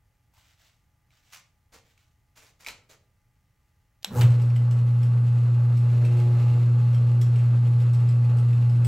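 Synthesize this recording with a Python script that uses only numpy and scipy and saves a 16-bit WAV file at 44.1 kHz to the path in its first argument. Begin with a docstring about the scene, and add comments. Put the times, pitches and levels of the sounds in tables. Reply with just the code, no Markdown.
"""Faint rubs, scrapes and clinks first: the controls of a metal lathe are handled, close by in a small workshop.
The switch snaps, the induction motor growls up to speed and its starting switch clicks out.
It runs on: strong hum at twice mains frequency, slot whine, belt rumble and hiss, light uneven ticks.
Tonal parts are sums of wandering sines; rough parts are coloured noise under timed envelopes;
the lever rings as a bank of resonances."""
import sys
import numpy as np
from scipy import signal
from scipy.fft import rfft, irfft, next_fast_len
from scipy.io import wavfile
from scipy.ndimage import uniform_filter1d, map_coordinates

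SR = 44100
rng = np.random.default_rng(int(sys.argv[2]) if len(sys.argv) > 2 else 0)


def generate_wav(sig):
    """Save sig (samples, or channels by samples) to the path in sys.argv[1] as 16-bit PCM at SR."""
    pcm = np.round(np.clip(np.atleast_2d(sig).T, -1, 1) * 32767).astype(np.int16)
    wavfile.write(sys.argv[1], SR, pcm)


N = 391166

# All table levels are relative; spectra are density/dB (per Hz), scaled to rms 1 before use.
# quiet workshop spectrum: f/Hz, density/dB
QUIET_SPECTRUM = [(13, -35.5), (22, -6.5), (102, -1.5), (192, -14), (260, -24), (298, -17), (333, -28),
                  (758, -27.5), (823, -25), (1020, -30), (1870, -29), (2400, -33.5), (3240, -36),
                  (3620, -42), (15500, -38.5)]
# electrical hum in the room: f/Hz, level/dB
ROOM_TONES = [(120, -76.5), (840, -87.5), (1200, -90), (1922, -93.5), (2040, -91.5)]
# left-right likeness of noise: f/Hz, correlation/1
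LIKENESS = [(100, 0.96), (300, 1), (700, 0.9), (1500, 0.74), (3000, 0.88), (6000, 0.9), (12000, 0.92)]
# workshop decay: f/Hz, t60/s
ROOM_T60 = [(200, 0.73), (1000, 0.38), (4000, 0.34), (8000, .3), (15000, 0.12)]

# light rubs of sliding parts: t/s, length/s, level/dB
RUBS = [(0.323, 0.18, -65.5), (0.569, .1, -64.5), (1.09, 0.1, -68), (1.22, 0.092, -67), (1.823, .09, -69),
        (1.96, 0.043, -70.5), (3.548, 0.22, -85.5)]
# soft knocks as the hand takes hold: t/s, level/dB
KNOCKS = [(.338, -64), (.378, -64.5)]
# short lever scrapes: t/s, length/s, level/dB, dull body re scrape/dB
SCRAPES = [(1.316, 0.04, -48, -30), (1.358, 0.032, -56, -21), (1.719, 0.063, -57, -1),
           (2.353, 0.068, -56.5, -10.5), (2.416, 0.083, -61.5, -8.5), (2.59, 0.089, -58, -8.5),
           (2.661, 0.052, -49, -3), (2.888, 0.052, -57, -1.5)]
# rub, scrape, dull body and knocked casting spectra: f/Hz, density/dB
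RUB_SPECTRUM = [(350, -36), (600, -7.5), (852, -7.5), (1040, -12), (1160, -5), (2680, -3), (7750, -9.5),
                (9360, -20.5), (15000, -16)]
SCRAPE_SPECTRUM = [(350, -45.5), (600, -7), (669, -11.5), (1200, -2), (1690, -3.5), (2370, -0.5),
                   (3160, -5), (6760, -4), (8870, -12.5), (11600, -13), (15500, -16)]
BODY_SPECTRUM = [(100, -2), (200, -8.5), (480, -2), (800, -2.5), (2000, -13.5), (6000, -53)]
CASTING_SPECTRUM = [(450, -35), (720, -7), (850, 3.5), (1020, -1.5), (1400, -17.5), (5000, -18.5)]
# lever knocks home: t/s, level/dB
CLINKS = [(1.106, -68), (1.9775, -59.5), (2.647, -43.5), (2.6636, -34.5), (2.6695, -32), (2.6848, -32),
          (2.6905, -42), (2.70, -45.5), (2.8998, -52)]
# lever modes: f/Hz, width/Hz, level/dB
LEVER_MODES = [(840, 32, -1), (1320, 16, 8.5), (1490, 33, -3.5), (2300, 230, 8), (4000, 45, 7.5),
               (6400, 51, -16.5), (8340, 250, -8.5), (8700, 140, -17), (11700, 42, -28),
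               (12500, 150, -33.5)]

# snaps of power and starting switches: t/s, level/dB
SNAPS = [(4.025, -55.5), (4.030, -42.5), (4.0458, -18.5), (4.211, -26.5), (4.217, -30)]
# switch parts rattling after each snap: t/s, level/dB
RATTLES = [(4.048, -42.5), (4.211, -32.5)]
# snap and rattle spectra: f/Hz, density/dB
SNAP_SPECTRUM = [(300, -33), (720, -3), (1020, -13.5), (1640, -11), (2200, -10), (2800, -1.5), (4300, -1),
                 (5600, -6.5), (7500, -9), (9500, -21.5), (11300, -11.5), (15500, -20.5)]
RATTLE_SPECTRUM = [(800, -3), (2000, 1.5), (3100, 3.5), (4500, -13), (8200, -6), (10000, -23),
                   (15500, -12.5)]
# frame resonances passed during run-up: t/s, width/s, f/Hz, level/dB
RUN_UP_RESONANCES = [(4.088, .014, 195, -45), (4.118, .012, 210, -39), (4.168, .018, 495, -36),
                     (4.186, .016, 850, -37.5)]
# slipping belt, frame lurching on its feet: f/Hz, density/dB
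SQUEAL_SPECTRUM = [(4000, -30), (5800, -12), (6500, 0), (7100, -8), (7600, -4), (9000, -15), (12000, -14),
                   (13500, -7), (15500, -16)]
LURCH_SPECTRUM = [(25, -22), (55, 0), (120, -15.5), (400, -80)]

# hardest ticks of the running drive: t/s, level/dB, duller clack re tick/dB
HARD_TICKS = [(4.305, -45, 0), (4.417, -42, -9), (4.5, -55, 7), (4.562, -44.5, -1.5), (4.711, -41, -8.5),
              (5.029, -44.5, -5.5), (5.77, -43.5, -6.5), (6.05, -44.5, -2.5), (6.169, -45, -5),
              (6.945, -44, -4), (7.213, -36, -9.5), (7.385, -53, 6), (7.802, -48.5, -2.5),
              (7.934, -42, -7.5), (8.087, -43, -7), (8.37, -46.5, -10.5), (8.847, -35.5, -8)]
# tick and clack spectra: f/Hz, density/dB
TICK_SPECTRUM = [(2500, -20), (4300, -6), (5300, -0.5), (6500, -11.5), (8300, 0.5), (9000, -5),
                 (9600, -21.5), (11000, -21.5), (11900, -6), (13300, -18.5), (15500, -25)]
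CLACK_SPECTRUM = [(800, -22), (1700, -3), (2550, 3), (3100, -1.5), (3600, -5.5), (4300, -10), (5300, -12),
                  (8000, -28)]
# rumble, belt and hiss of the drive: f/Hz, density/dB
RUMBLE_SPECTRUM = [(20, -22), (45, -21.5), (70, -15), (95, -1), (140, -1), (200, -7.5), (260, -9.5),
                   (340, -17.5), (500, -37.5), (900, -80)]
BELT_SPECTRUM = [(150, -34.5), (280, -5), (370, 0), (540, 2), (680, -6), (860, -4), (1000, -7.5),
                 (1280, -6), (1700, -12.5), (2300, -32.5), (5000, -64.5)]
HISS_SPECTRUM = [(1000, -33.5), (1700, -2.5), (1850, -6.5), (2050, 1), (2300, -3.5), (2700, 1),
                 (3020, -5.5), (4370, -7), (4970, -12), (6700, -14), (7400, -11.5), (8600, -17),
                 (9400, -22), (11000, -21), (11700, -16.5), (12400, -22), (12900, -22), (13600, -28.5),
                 (15500, -30.5)]
# hum overtones: multiple/1, level/dB
OVERTONES = [(3, -0.5), (4, -5), (5, -10.5), (6, -12.5), (7, -10), (8, -20.5), (9, -21), (10, -17),
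             (11, -20.5)]
# steady tones: f/Hz, level/dB
STEADY_TONES = [(59.5, -62), (89.3, -54.5), (165, -57), (193, -56.5), (221, -58.5), (239.9, -50.5),
                (843, -60.5), (1129, -64), (1199, -64), (1309, -69), (2024, -74), (2649, -78)]
# rotor slot whine: multiple/1, level/dB, phase swing/rad
SLOT_TONES = [(1, -67, 1.4), (3, -75, 0.44), (5, -83.5, 1.7), (6, -79.5, 1.1), (7, -78, .9),
              (8, -83.5, 2.2), (9, -85.5, 1.8)]

RUB_ATTACK_S, RUB_RELEASE_S = 0.04, 0.058
PING_S, PING_HZ, PING_DB = 2.6848, 4075, -46  # the lever's hardest blow sets one mode singing
# power comes on, the starting switch cuts out, the rotor overshoots and locks
POWER_ON_S, CUT_OUT_S, PULL_IN_S = 4.046, 4.215, 4.253
SETTLE_S, RUN_IN_S = 0.11, 1.3  # from cut-out: strain dies away, running noise fills out
HUM_HZ, SLOT_HZ = 119.96, 1427.8
HUM_DB, HUM_DELAY_S, HUM_RISE_S = -18, 0.14, 0.017  # run-in level; build-up after power-on
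# hum swells and throbs as the rotor pulls in
SURGE_DB, SURGE_WIDTH_S, THROB_DB, THROB_HZ = 4.5, 0.084, 3, 17
# the drive drags once for a moment
DRAG_S, DRAG_LENGTH_S, DRAG_ATTACK_S, DRAG_RELEASE_S = 5.84, 0.74, 0.18, 0.055
# later light ticks, about one per chuck turn
LIGHT_TICKS_FROM_S, TURN_S, TICK_SCATTER_S = 5.9, 0.146, 0.012
LIGHT_TICK_DB, LIGHT_CLACK_DB, TICK_SCATTER_DB = -53, 1.5, 2.1
SKEW_HZ, SKEW_OCTAVES = 4800, 0.97  # centre and spread of off-axis phase lead
TOP_HZ = 15800


def amp(db):
    """Decibels to gain."""
    return 10 ** (np.asarray(db) / 20)


def unit(x):
    """Scale to rms 1."""
    return x / np.sqrt(np.mean(x ** 2) + 1e-20)


def clock():
    """Time of each sample, s."""
    return np.arange(N) / SR


def along(points, hz):
    """Interpolate (Hz, value) points on a log frequency axis."""
    f, v = np.transpose(points)
    return np.interp(np.log(hz + 1), np.log(f + 1), v)


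def wobble(rate_hz):
    """Smooth random curve, rate_hz knots a second."""
    knots = rng.standard_normal(int(N * rate_hz / SR) + 4)
    return map_coordinates(knots, [clock() * rate_hz])


def filtered(x, response):
    """Apply a response given as a function of frequency."""
    m = next_fast_len(N + SR // 2)
    spectrum = rfft(x, m) * response(np.fft.rfftfreq(m, 1 / SR))
    return irfft(spectrum, m)[..., :N]


def rush(spectrum):
    """Coloured stereo noise of rms 1; mid/side balance sets the left-right likeness."""
    def mid_side_gain(hz):
        angle = np.arccos(np.clip(along(LIKENESS, hz), -1, 1)) / 2
        return amp(along(spectrum, hz)) * [np.cos(angle), np.sin(angle)]

    mid, side = filtered(rng.standard_normal((2, N)), mid_side_gain)
    return unit(np.array([mid + side, mid - side]))


def tone(hz, drift_rad):
    """Sine of rms 1 whose phase wanders on a scale of drift_rad."""
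    return np.sqrt(2) * np.sin(2 * np.pi * (hz * clock() + rng.random()) + drift_rad * wobble(5))


def blows(rows, t60_s):
    """Envelope that jumps at each (s, dB) row and decays exponentially."""
    hits = np.zeros(N)
    for s, db in rows:
        hits[min(round(s * SR), N - 1)] += amp(db)
    decay = np.exp(-np.log(1000) / (t60_s * SR))
    return signal.lfilter([1], [1, -decay], hits)


def stroke(start_s, length_s, attack_s, release_s):
    """Envelope that rises, holds and dies away."""
    t = clock() - start_s
    return np.clip(t / attack_s, 0, 1) * np.exp(-np.maximum(t - length_s, 0) / release_s)


def burst(centre_s, width_s):
    """Gaussian bump around a moment."""
    return np.exp(-((clock() - centre_s) / width_s) ** 2)


def build_up(delay_s, rise_s):
    """Gain climbing smoothly to 1, half way delay_s after power-on."""
    t = clock() - POWER_ON_S
    return (t > 0) * (1 + np.tanh((t - delay_s) / (2 * rise_s))) / 2


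def effort(strain_db, run_in_db, drag_db):
    """Gain of a running part: offsets for starting strain, run-in and the moment of drag."""
    running_s = np.maximum(clock() - CUT_OUT_S, 0)
    strain = np.exp(-running_s / SETTLE_S)
    fresh = np.exp(-(running_s / RUN_IN_S) ** 2)
    drag = stroke(DRAG_S, DRAG_LENGTH_S, DRAG_ATTACK_S, DRAG_RELEASE_S)
    return amp(strain_db * strain + run_in_db * fresh + drag_db * drag)


def patchy(x, depth_db):
    """Vary the colour of x from moment to moment; rms 1."""
    z = signal.stft(x, nperseg=512)[2]
    field = rng.standard_normal(z.shape[1:])
    field = uniform_filter1d(field, size=4, axis=0)  # across frequency
    field = uniform_filter1d(field, size=9, axis=1)  # across time
    return unit(signal.istft(z * amp(depth_db * unit(field)), nperseg=512)[1][:, :N])


def in_room(x, wet_db):
    """Add the workshop's reverberation: decaying noise tails, delayed 4 ms, as mid and side."""
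    hz, t, z = signal.stft(rng.standard_normal((2, SR // 2)), SR, nperseg=256)
    decay = amp(-60 * t / along(ROOM_T60, hz)[:, None])
    tail = signal.istft(z * decay, SR, nperseg=256)[1]
    late = np.pad(x.mean(axis=0), (SR // 250, 0))[None]
    mid, side = signal.fftconvolve(late, tail / np.linalg.norm(tail[0]), axes=1)[:, :N]
    # long waves reach both ears alike
    side = filtered(side, lambda hz: 0.45 * hz / np.hypot(hz, 1200))
    return x + amp(wet_db) * np.array([mid + side, mid - side])


def off_axis(x, lead_rad, pan_db):
    """Source to one side: left leads in phase, most at SKEW_HZ, and is louder by pan_db."""
    ears = np.array([[0.5], [-0.5]])

    def response(hz):
        skew = lead_rad * np.exp(-(np.log2((hz + 1) / SKEW_HZ) / SKEW_OCTAVES) ** 2)
        return amp(pan_db * ears) * np.exp(1j * ears * skew)

    return filtered(x, response)


def floor():
    """Quiet workshop: coloured noise and a faint electrical hum."""
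    hum = sum(amp(db) * tone(hz, drift_rad=0.61) for hz, db in ROOM_TONES)
    return amp(-68) * rush(QUIET_SPECTRUM) + hum


def handling():
    """Steel slides on steel in tiny slips; scrapes also stir the casting; soft knocks near the start."""
    t = clock()
    rub = sum(amp(db) * stroke(s, length, RUB_ATTACK_S, RUB_RELEASE_S) for s, length, db in RUBS)
    scrape, body = np.zeros(N), np.zeros(N)
    for s, length, db, body_db in SCRAPES:
        times_s = [s, s + 0.018, s + length, s + length + 0.021]
        # end values hold outside the scrape: a very faint constant rub
        push = amp(db) * np.interp(t, times_s, [0.0034, 0.98, 0.5, 0.0035])
        scrape += push
        body += push * amp(body_db)
    knock = blows(KNOCKS, t60_s=0.15) * rush(CASTING_SPECTRUM)
    slips = unit(amp(2 * wobble(350) + 2.7 * wobble(2000)))
    rubbing = amp(-2.0) * rub * rush(RUB_SPECTRUM)
    scraping = amp(1.0) * scrape * rush(SCRAPE_SPECTRUM)
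    stirred = body * rush(BODY_SPECTRUM)
    return in_room(knock + slips * (rubbing + scraping + stirred), wet_db=-6)


def lever():
    """A lever knocks and bounces; each contact excites its steel modes."""
    def modes(f):
        response = 0
        for k, (centre, width, db) in enumerate(LEVER_MODES):
            damping = 1j * f * width
            response = response + (-1) ** k * amp(db) * damping / (centre * centre - f * f + damping)
        return response

    contact = blows(CLINKS, t60_s=0.0083) * rng.standard_normal(N)
    crack = blows(CLINKS, t60_s=0.019) * rush(SCRAPE_SPECTRUM)
    ping = blows([(PING_S, PING_DB)], t60_s=0.17) * tone(PING_HZ, drift_rad=0.42)
    ring = in_room(amp(14.5) * filtered(contact, modes)[None], wet_db=-11)
    return off_axis(ring + in_room(amp(-3.5) * crack, wet_db=-4) + ping, lead_rad=0.5, pan_db=0.0)


def switches():
    """Sprung contacts snap hard; their parts rattle briefly."""
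    snap = blows(SNAPS, t60_s=0.014) * rush(SNAP_SPECTRUM)
    rattle = blows(RATTLES, t60_s=0.2) * unit(amp(1.3 * wobble(500))) * rush(RATTLE_SPECTRUM)
    return off_axis(in_room(snap, wet_db=-15.5) + rattle, lead_rad=-0.7, pan_db=-0.5)


def run_up():
    """The gathering rotor growls up through frame resonances; belt squeals thinly, machine lurches."""
    sweep = sum(amp(db) * burst(s, width) * tone(hz, drift_rad=0.5)
                for s, width, hz, db in RUN_UP_RESONANCES)
    torque = 1 + 0.6 * np.cos(2 * np.pi * HUM_HZ * clock())
    low_growl = amp(-49.0) * build_up(delay_s=0.056, rise_s=0.005) * burst(4.14, 0.06) * rush(BELT_SPECTRUM)
    high_growl = amp(-42.5) * burst(4.19, 0.055) * rush(CASTING_SPECTRUM)
    lurch = amp(-42.5) * burst(PULL_IN_S, 0.07) * rush(LURCH_SPECTRUM)
    squeal = amp(-45.5) * burst(4.187, 0.027) * rush(SQUEAL_SPECTRUM)
    return sweep + torque * (low_growl + high_growl) + lurch + squeal


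def ticks():
    """Loose drive parts touch about once a turn, now and then hard: bright chatter over a duller clack."""
    turns_s = np.arange(LIGHT_TICKS_FROM_S, N / SR, TURN_S)
    touches = list(HARD_TICKS)
    for s, (late, force) in zip(turns_s, rng.standard_normal((len(turns_s), 2))):
        level_db = LIGHT_TICK_DB + TICK_SCATTER_DB * force
        touches.append((s + TICK_SCATTER_S * late, level_db, LIGHT_CLACK_DB))
    chatter = unit(amp(1.6 * wobble(400)))
    tick_env = blows([(s, db) for s, db, clack_db in touches], t60_s=0.09)
    clack_env = blows([(s, db + clack_db) for s, db, clack_db in touches], t60_s=0.059)
    bright = tick_env * patchy(rush(TICK_SPECTRUM), depth_db=3.5)
    dull = clack_env * patchy(rush(CLACK_SPECTRUM), depth_db=3.5)
    return in_room(chatter * (amp(-9.5) * bright + amp(-1.0) * dull), wet_db=-3.5)


def drive():
    """Belt and bearings rumble and hiss with the effort; hiss flutters with the motor's torque."""
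    rumble = build_up(delay_s=0.077, rise_s=0.012) * effort(strain_db=12.5, run_in_db=-2.5, drag_db=1.5)
    belt = build_up(delay_s=0.125, rise_s=0.031) * effort(strain_db=16.5, run_in_db=-1.5, drag_db=2.5)
    hiss = build_up(delay_s=0.13, rise_s=0.012) * effort(strain_db=14, run_in_db=-2.0, drag_db=3.5)
    phase = 2 * np.pi * HUM_HZ * clock()
    torque = 1 + 0.096 * np.cos(phase) + 0.12 * np.cos(2 * phase)
    low = amp(-43.0 + 1.1 * wobble(9)) * rumble * rush(RUMBLE_SPECTRUM)
    middle = amp(-49.5 + 1.6 * wobble(25)) * belt * rush(BELT_SPECTRUM)
    grain = unit(amp(1.7 * wobble(40) + 2.0 * wobble(700)))
    high = amp(-58.0) * hiss * grain * torque * rush(HISS_SPECTRUM)
    return low + middle + in_room(high, wet_db=-7.5)


def motor():
    """The field shakes the frame twice per mains cycle; slot whine is swung by the pulsing torque."""
    t = clock()
    phase = 2 * np.pi * HUM_HZ * t + 0.018 * wobble(4.6)
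    throb_db = THROB_DB * np.cos(2 * np.pi * THROB_HZ * (t - PULL_IN_S))
    surge_db = burst(PULL_IN_S, SURGE_WIDTH_S) * (SURGE_DB + throb_db)
    hum_gain = build_up(HUM_DELAY_S, HUM_RISE_S) * effort(strain_db=2.0, run_in_db=-1.33, drag_db=0)
    hum = amp(HUM_DB + surge_db) * hum_gain * np.sqrt(2) * np.sin(phase)
    casing = build_up(delay_s=0.092, rise_s=0.02) * effort(strain_db=14.5, run_in_db=-7, drag_db=9.0)
    buzz = casing * sum(amp(db + 2.5 * wobble(6)) * tone(k * HUM_HZ, drift_rad=0.65) for k, db in OVERTONES)
    whine = np.zeros(N)
    for k, db, swing_rad in SLOT_TONES:
        # swing gives sidebands spaced by the hum frequency
        swing = swing_rad * np.sin(phase + k)
        angle = 2 * np.pi * k * SLOT_HZ * t + swing + 0.97 * wobble(7.1) + 0.32 * wobble(60)
        whine += amp(db + 2.2 * wobble(4.8)) * np.sqrt(2) * np.sin(angle)
    tones = sum(amp(db + 2 * wobble(7)) * tone(hz, drift_rad=0.65) for hz, db in STEADY_TONES)
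    up_to_speed = np.clip((t - 4.18) / 0.027, 0, 1)
    return hum + amp(-55.0) * buzz + up_to_speed * (whine + tones)


def scene():
    """Handling, switching on, running."""
    controls = handling() * amp([[-0.3], [0.3]]) + lever() + switches()
    return floor() + controls + run_up() + ticks() + drive() + motor()


def record(dry):
    """Remove everything from TOP_HZ up."""
    return filtered(dry, lambda hz: hz < TOP_HZ)


dry = scene()
out = record(dry)
generate_wav(out)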